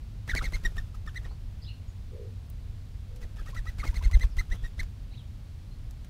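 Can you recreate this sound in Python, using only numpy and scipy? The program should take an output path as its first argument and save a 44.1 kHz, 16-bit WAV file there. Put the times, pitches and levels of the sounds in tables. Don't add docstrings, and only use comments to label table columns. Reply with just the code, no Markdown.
import sys
import numpy as np
from scipy import signal
from scipy.fft import rfft, irfft, next_fast_len
from scipy.io import wavfile

SR = 44100
rng = np.random.default_rng(int(sys.argv[2]) if len(sys.argv) > 2 else 0)


def int16_out(signal):
    q = np.round(np.clip(np.atleast_2d(signal).T, -1, 1) * 32767)
    wavfile.write(sys.argv[1], SR, q.astype(np.int16))


N = 268965

# [f/Hz, level/dB]
GARDEN_SPECTRUM = [(10, -56), (22, 1.5), (45, 3), (70, -1.5), (98, 0), (125, -9), (155, -16), (230, -21),
                   (330, -31), (600, -36), (1500, -42), (4200, -43.5), (7000, -51), (15000, -57.5)]
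# [f/Hz, level/dB]
AIR_SPECTRUM = [(100, 42), (300, 4.5), (700, -7.5), (1300, 13), (2000, 7), (3000, 9.5), (4500, 5.5),
                (6000, 6), (8000, -0.5), (11000, -1.5), (16000, -11)]
# [f/Hz, level/dB]
SLAP_SPECTRUM = [(120, 17), (400, 7.5), (1200, 5), (2300, 3.5), (3200, -1.5), (5000, -2.5), (8000, -8.5),
                 (15000, -18)]
# [f/Hz, level/dB]
SWIRL_SPECTRUM = [(20, 7.5), (80, 26.0), (160, -16), (400, -40), (1500, -31), (8000, -100)]
# [downstroke t/s, length/s, top f/Hz before the stall sag, pitch bend (share),
#             place of the crest (0-1), whistle level/dB, air reference level/dB,
#             buffet level/dB before the capsule leak, buffet delay/s]
WINGBEATS = [ (0.286, .036, 2068, 0.26, 0.5, -33.5, -45, -18.5, 0.054),
             (0.357, 0.038, 2236, 0.31, 0.44, -30, -45, -20.5, 0.046),
             (0.437, 0.035, 2157, 0.186, .35, -37, -45.5, -19.5, 0.0416),
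             (0.531, 0.034, 2146, 0.12, 0.52, -35, -46, -18, .02),
             (.647, 0.024, 1910, .07, 0.46, -25.5, -44, -15.5, 0.016),
             (0.778, 0.019, 1837, 0.043, 0.3, -35, -47, -21.5, 0.0068),
             (1.071, .025, 1800, 0.028, 0.32, -44.5, -55, -29, 0.0079),
             (1.154, 0.031, 2042, 0.15, 0.64, -39.5, -57.5, -28, 0.041),
             (1.241, 0.025, 1877, 0.19, 0.42, -52, -59.5, -37, 0.028),
             (3.225, .025, 1970, 0.051, 0.3, -52, -51, -24.5, 0.0084),
             (3.377, 0.053, 1764, 0.23, 0.23, -58, -53.5, -25.5, 0.042),
             (3.47, 0.028, 1920, 0.072, 0.68, -50, -50.5, -29.5, 0.026),
             (3.562, 0.034, 1995, 0.13, 0.47, -42.5, -52.5, -22.5, 0.039),
             (3.664, 0.039, 1990, 0.086, 0.6, -44, -50.5, -27.5, 0.033),
             (3.793, 0.03, 2230, 0.36, 0.41, -43, -48.5, -20.5, 0.0083),
             (3.86, .036, 2184, 0.153, 0.4, -44.5, -46, -14, 0.034),
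             (3.952, 0.025, 2185, 0.14, 0.7, -43.5, -47.5, -17.5, 0.0294),
             (4.034, .032, 2145, 0.14, 0.52, -45, -48.5, -9, 0.0342),
             (4.128, 0.026, 2105, 0.052, 0.83, -35, -49, -5, .03),
             (4.205, 0.033, 2083, 0.069, .8, -36.5, -48.5, -12, 0.042),
             (4.382, 0.033, 2076, 0.15, 0.47, -36, -46, -14.5, 0.0068),
             (4.51, 0.03, 2028, 0.12, .85, -38.5, -48, -17, 0.0087),
             (4.635, 0.035, 1906, 0.047, 0.68, -44, -51, -21.5, 0.0089),
             (4.789, 0.028, 2068, 0.26, 0.5, -37.5, -49, -20, 0.027)]
# [t/s, level/dB, fading time/s, tilt above 1 kHz/(dB/octave)]
SLAPS = [ (.351, -22.5, 0.001, 2), (.356, -35, 0.0053, -12), (.421, -38.5, 0.014, -1.5),
         (.945, -55.5, .016, 3), (1.215, -50, 0.0103, -11), (1.256, -45, 0.016, -4),
         (1.31, -47, 0.016, -16), (2.5, -42, .0025, 19), (3.159, -54.5, 0.0087, 4.5), (3.546, -47, 0.01, 1),
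         (3.837, -38.5, 0.017, -1.5), (3.853, -35, 0.0032, -7), (4.113, -40, 0.0029, 2),
         (4.237, -40.5, 0.0062, -1), (4.367, -47.5, .008, 2), (4.83, -47, 0.007, 1.5),
         (5.909, -52, .003, 5.5), (6.046, -52.5, 0.0047, 3)]
# [multiple of the fundamental, level/dB]
OVERTONES = [(2, -5.5), (3, -10.5), (4, -18.5), (5, -23), (6, -25.5), (7, -28)]
# [t/s, level/dB]
OVERTONE_LEVEL = [(.29, -7.5), (.47, -1.5), (.65, -6.5), (1.15, -5.5), (3.8, -9), (3.98, 3), (4.12, -4),
                  (4.55, -6), (4.79, -4.5)]
# [t/s, f/Hz, level/dB]
FLUTTERS = [ (0.332, 1450, -32), (0.407, 1330, -37), (0.774, 1146, -51.5), (0.94, 1253, -51),
            (1.072, 1277, -45), (3.389, 1353, -51), (3.463, 1250, -50.5), (3.528, 1103, -50),
            (3.556, 1304, -44.5), (3.66, 1280, -46), (3.828, 1193, -36), (3.925, 980, -51),
            (4.009, 1000, -46.5), (4.093, 990, -50.5), (4.404, 1240, -48)]
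# [t/s, length/s, first f/Hz, middle f/Hz, last f/Hz, level/dB at the source, rasp (0-1)]
CHIRPS = [ (1.285, 0.056, 3940, 4420, 4750, -63.5, .1), (1.618, 0.045, 4570, 4420, 4130, -54, 0.93),
          (1.658, 0.049, 3320, 4190, 3890, -51, 0.2), (1.675, 0.05, 2920, 2900, 2510, -52.5, 0.49),
          (1.875, .043, 6560, 6850, 6900, -66.5, 0.1), (4.305, .037, 6020, 5100, 4500, -63.5, .05),
          (4.552, 0.12, 3330, 3330, 2930, -63.5, 0.45), (5.11, 0.052, 4100, 4000, 4150, -60.5, 0.4),
          (5.129, 0.038, 2010, 2840, 3840, -59, 0), (5.171, 0.022, 4150, 3710, 3300, -53.5, 0.17),
          (5.175, 0.046, 3580, 3330, 2830, -58, 0), (5.71, 0.027, 4080, 4250, 4400, -62, 0.1)]
# [t/s, length/s, first f/Hz, middle f/Hz, last f/Hz, level/dB at the source, rasp (0-1)]
LOW_CALLS = [(2.115, 0.18, 436, 454, 459, -51.5, 1), (3.09, 0.162, 461, 493, 483, -55.5, 0.34)]

GARDEN_DB = -38.5
TOP_HZ = 15600
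HARD_GAP_S, EASY_GAP_S = 0.082, 0.123

RUSTLE_DB = (-11.5, -7.5)
CLAP_DB = (-2, 6.5)
STALL_SAG = (0.032, 0.1)
STALL_DB = (-33, -8)
BUFFET_WIDTH_S = (0.0091, 0.0065)
SWIRL_DB = (-22.5, -21)

RUSTLE_LEAD_S, RUSTLE_S = 0.022, 0.17
CLAP_LEAD_S, CLAP_FADE_S, CLAP_TILT_DB = 0.009, 0.00505, 0
STALL_S, STALL_OVERLAP_S = 0.0157, 0.012
STALL_PITCH = (0.94, 0.753)
FLUTTER_S = 0.01385


def undb(db):
    return 10 ** (np.asarray(db) / 20)


def add(track, start, sound):
    i = int(start * SR)
    track[i:i + len(sound)] += sound[:max(len(track) - i, 0)]


def noise(spectrum, tilt_db=0, size=N):
    f = np.maximum(np.fft.rfftfreq(size, 1 / SR), 1)
    hz, db = np.transpose(spectrum)
    octaves_above_1k = np.maximum(np.log2(f / 1000), 0)
    shape_db = np.interp(np.log(f), np.log(hz), db) + tilt_db * octaves_above_1k
    x = irfft(rfft(rng.standard_normal(size)) * undb(shape_db), size)
    return x / x.std()


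def wander(rate, n, size=16384):
    size = next_fast_len(max(size, n))
    lowpass = np.exp(-(np.fft.rfftfreq(size, 1 / SR) / rate) ** 2)
    x = irfft(rfft(rng.standard_normal(size)) * lowpass, size)
    return x[:n] / x.std()


def progress(length):
    return np.linspace(0, 1, int(length * SR))


def arch(u, crest):
    return np.abs(np.sin(np.pi * np.interp(u, [0, crest, 1], [0, .5, 1])))


def phase_of(hz):
    return 2 * np.pi * np.cumsum(hz) / SR


def efforts():
    gaps = np.diff([beat[0] for beat in WINGBEATS])
    nearest = np.minimum(np.r_[np.inf, gaps], np.r_[gaps, np.inf])
    return np.clip((EASY_GAP_S - nearest) / (EASY_GAP_S - HARD_GAP_S), 0, 1)


def by_effort(pair, effort):
    easy, hard = pair
    return easy + effort * (hard - easy)


def garden():
    return noise(GARDEN_SPECTRUM) * undb(GARDEN_DB)


def rush(lead=0.026, trail=0.027, grain_db=3.54, flow_db=-1):
    flow = np.zeros(N)
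    for (start, length, _, _, crest, _, air_db, _, _), effort in zip(WINGBEATS, efforts()):
        stroke = arch(progress(lead + length + trail), crest) ** 2
        add(flow, start - lead, undb(air_db + flow_db) * stroke)
        rustle_db = air_db + by_effort(RUSTLE_DB, effort)
        add(flow, start - RUSTLE_LEAD_S, undb(rustle_db) * arch(progress(RUSTLE_S), 0.31))
    air = noise(AIR_SPECTRUM)
    edges = 150 + (TOP_HZ - 150) * np.linspace(0, 1, 13) ** 2
    scratch = np.zeros(N)
    for low, high in zip(edges, edges[1:]):
        band = signal.butter(2, (low, high), "band", fs=SR, output="sos")
        scratch += signal.sosfilt(band, air) * undb(2.2 * wander(300, N))
    scratch *= undb(grain_db * wander(880, N))
    return flow * scratch / scratch.std()


def claps():
    rows = []
    for (start, *_, air_db, _, _), effort in zip(WINGBEATS, efforts()):
        db = air_db + by_effort(CLAP_DB, effort)
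        rows.append((start - CLAP_LEAD_S, db, CLAP_FADE_S, CLAP_TILT_DB))
    return rows


def slaps(rise_share=0.5, grain_db=1.5):
    out, t = np.zeros(N), np.arange(8192) / SR
    for start, db, fade, tilt_db in claps() + SLAPS:
        rise = rise_share * fade
        envelope = np.minimum(t / rise, np.exp((rise - t) / fade))
        burst = noise(SLAP_SPECTRUM, tilt_db, size=len(t)) * undb(grain_db * wander(770, len(t)))
        add(out, start - rise / 2, undb(db) * burst * envelope)
    return out


def whistles(jitter=0.014, buzz=0.013, shimmer_db=2, swell=0.54, attack=0.0044, fade=0.37,
             neighbour_db=-12, spread=0.07, rough_bend=0.14, overtone_flicker_db=2.5):
    out = np.zeros(N)
    for (start, length, top_hz, bend, crest, db, *_), effort in zip(WINGBEATS, efforts()):
        u = progress(length)
        speed = arch(u, crest)
        arched = 1 - bend * 2 * (u - crest) ** 2 / max(crest, 1 - crest)
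        sag = 1 - by_effort(STALL_SAG, effort) * u ** 10
        pitch = top_hz * arched * sag
        loud = speed ** swell * np.clip(u * length / attack, 0, 1) * (1 - fade * u)
        bright = undb(np.interp(start, *np.transpose(OVERTONE_LEVEL)))
        rough = np.clip(bend / rough_bend, .55, 1.6)
        neighbour = rough * undb(neighbour_db)
        feathers = ((1, 1), (1 - spread, neighbour), (1 + spread, neighbour * rough / 2))
        for ratio, share in feathers:
            waver = jitter * wander(310, len(u)) + buzz * wander(1500, len(u))
            phase = phase_of(pitch * ratio * (1 + rough * waver))
            upper = np.zeros(len(u))
            for multiple, overtone_db in OVERTONES:
                flicker_db = overtone_flicker_db * wander(300, len(u))
                upper += undb(overtone_db + flicker_db) * np.sin(multiple * phase)
            tone = np.sin(phase) + bright * np.sqrt(speed) * upper
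            gain = undb(db + rough * shimmer_db * wander(130, len(u)))
            add(out, start, np.sqrt(2) * share * tone * loud * gain)
    return out


def stalls(jitter=0.031, overtone_db=-4):
    out, u = np.zeros(N), progress(STALL_S)
    for (start, length, top_hz, _, _, db, *_), effort in zip(WINGBEATS, efforts()):
        pitch = top_hz * np.interp(u ** 2, [0, 1], STALL_PITCH)
        phase = phase_of(pitch * (1 + jitter * wander(470, len(u))))
        squeal = np.sin(phase) + undb(overtone_db) * np.sin(2 * phase)
        gain = np.sqrt(2) * undb(db + by_effort(STALL_DB, effort))
        add(out, start + length - STALL_OVERLAP_S, gain * arch(u, 0.53) * squeal)
    return out


def flutters(jitter=0.053):
    out, u = np.zeros(N), progress(FLUTTER_S)
    for start, hz, db in FLUTTERS:
        phase = phase_of(hz * (1 + jitter * wander(250, len(u))))
        add(out, start, np.sqrt(2) * undb(db) * arch(u, 0.79) * np.sin(phase))
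    return out


def buffets(leak_hz=24):
    out, swirl, t = np.zeros(N), np.zeros(N), np.arange(-4096, 4096) / SR
    for (start, *_, db, delay), effort in zip(WINGBEATS, efforts()):
        u = t / by_effort(BUFFET_WIDTH_S, effort)
        onset = start + delay + t[0]
        pulse = (u ** 2 - 1) * np.exp(-u ** 2 / 2)
        add(out, onset, undb(db) * pulse)
        add(swirl, onset, undb(db + by_effort(SWIRL_DB, effort)) * np.exp(-(u / 5.5) ** 2))
    pressure = out + swirl * noise(SWIRL_SPECTRUM)
    return signal.sosfilt(signal.butter(1, leak_hz, "high", fs=SR, output="sos"), pressure)


def calls(table, rasp_rate, rasp_depth, throb):
    out = np.zeros(N)
    for start, length, first, middle, last, db, rasp in table:
        u = progress(length)
        glide = np.polyval(np.polyfit([0, .5, 1], [first, middle, last], 2), u)
        tone = np.sin(phase_of(glide * (1 + rasp * rasp_depth * wander(rasp_rate, len(u)))))
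        rattle_hz = rasp_rate * (1 + 0.14 * wander(40, len(u)))
        rattle = 1 + throb * rasp * np.sin(phase_of(rattle_hz))
        add(out, start, undb(db) * np.sqrt(2 * arch(u, 0.32)) * tone * rattle)
    return out


def echo(x, t60, damp_hz):
    t = np.arange(SR // 2) / SR
    decay = np.exp(-np.log(1000) * t / t60)
    tail = rng.standard_normal(len(t)) * decay * np.minimum(t / 0.012, 1)
    tail = signal.sosfilt(signal.butter(1, damp_hz, fs=SR, output="sos"), tail)
    return signal.fftconvolve(x, tail / np.linalg.norm(tail))[:N]


def scene():
    background = garden()
    wings = rush() + slaps() + whistles() + stalls() + flutters()
    near = wings + undb(-24) * echo(wings, t60=0.1, damp_hz=8000) + buffets()
    chirps = calls(CHIRPS, rasp_rate=190, rasp_depth=0.124, throb=1.0)
    low_calls = calls(LOW_CALLS, rasp_rate=57, rasp_depth=0.062, throb=2.1)
    voices = chirps + low_calls
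    far = undb(-3) * voices + undb(-11) * echo(voices, t60=0.32, damp_hz=7000)
    return (background + near + far)[None]


def record(dry):
    return signal.sosfilt(signal.ellip(10, .1, 70, TOP_HZ, fs=SR, output="sos"), dry)


dry = scene()
out = record(dry)
int16_out(out)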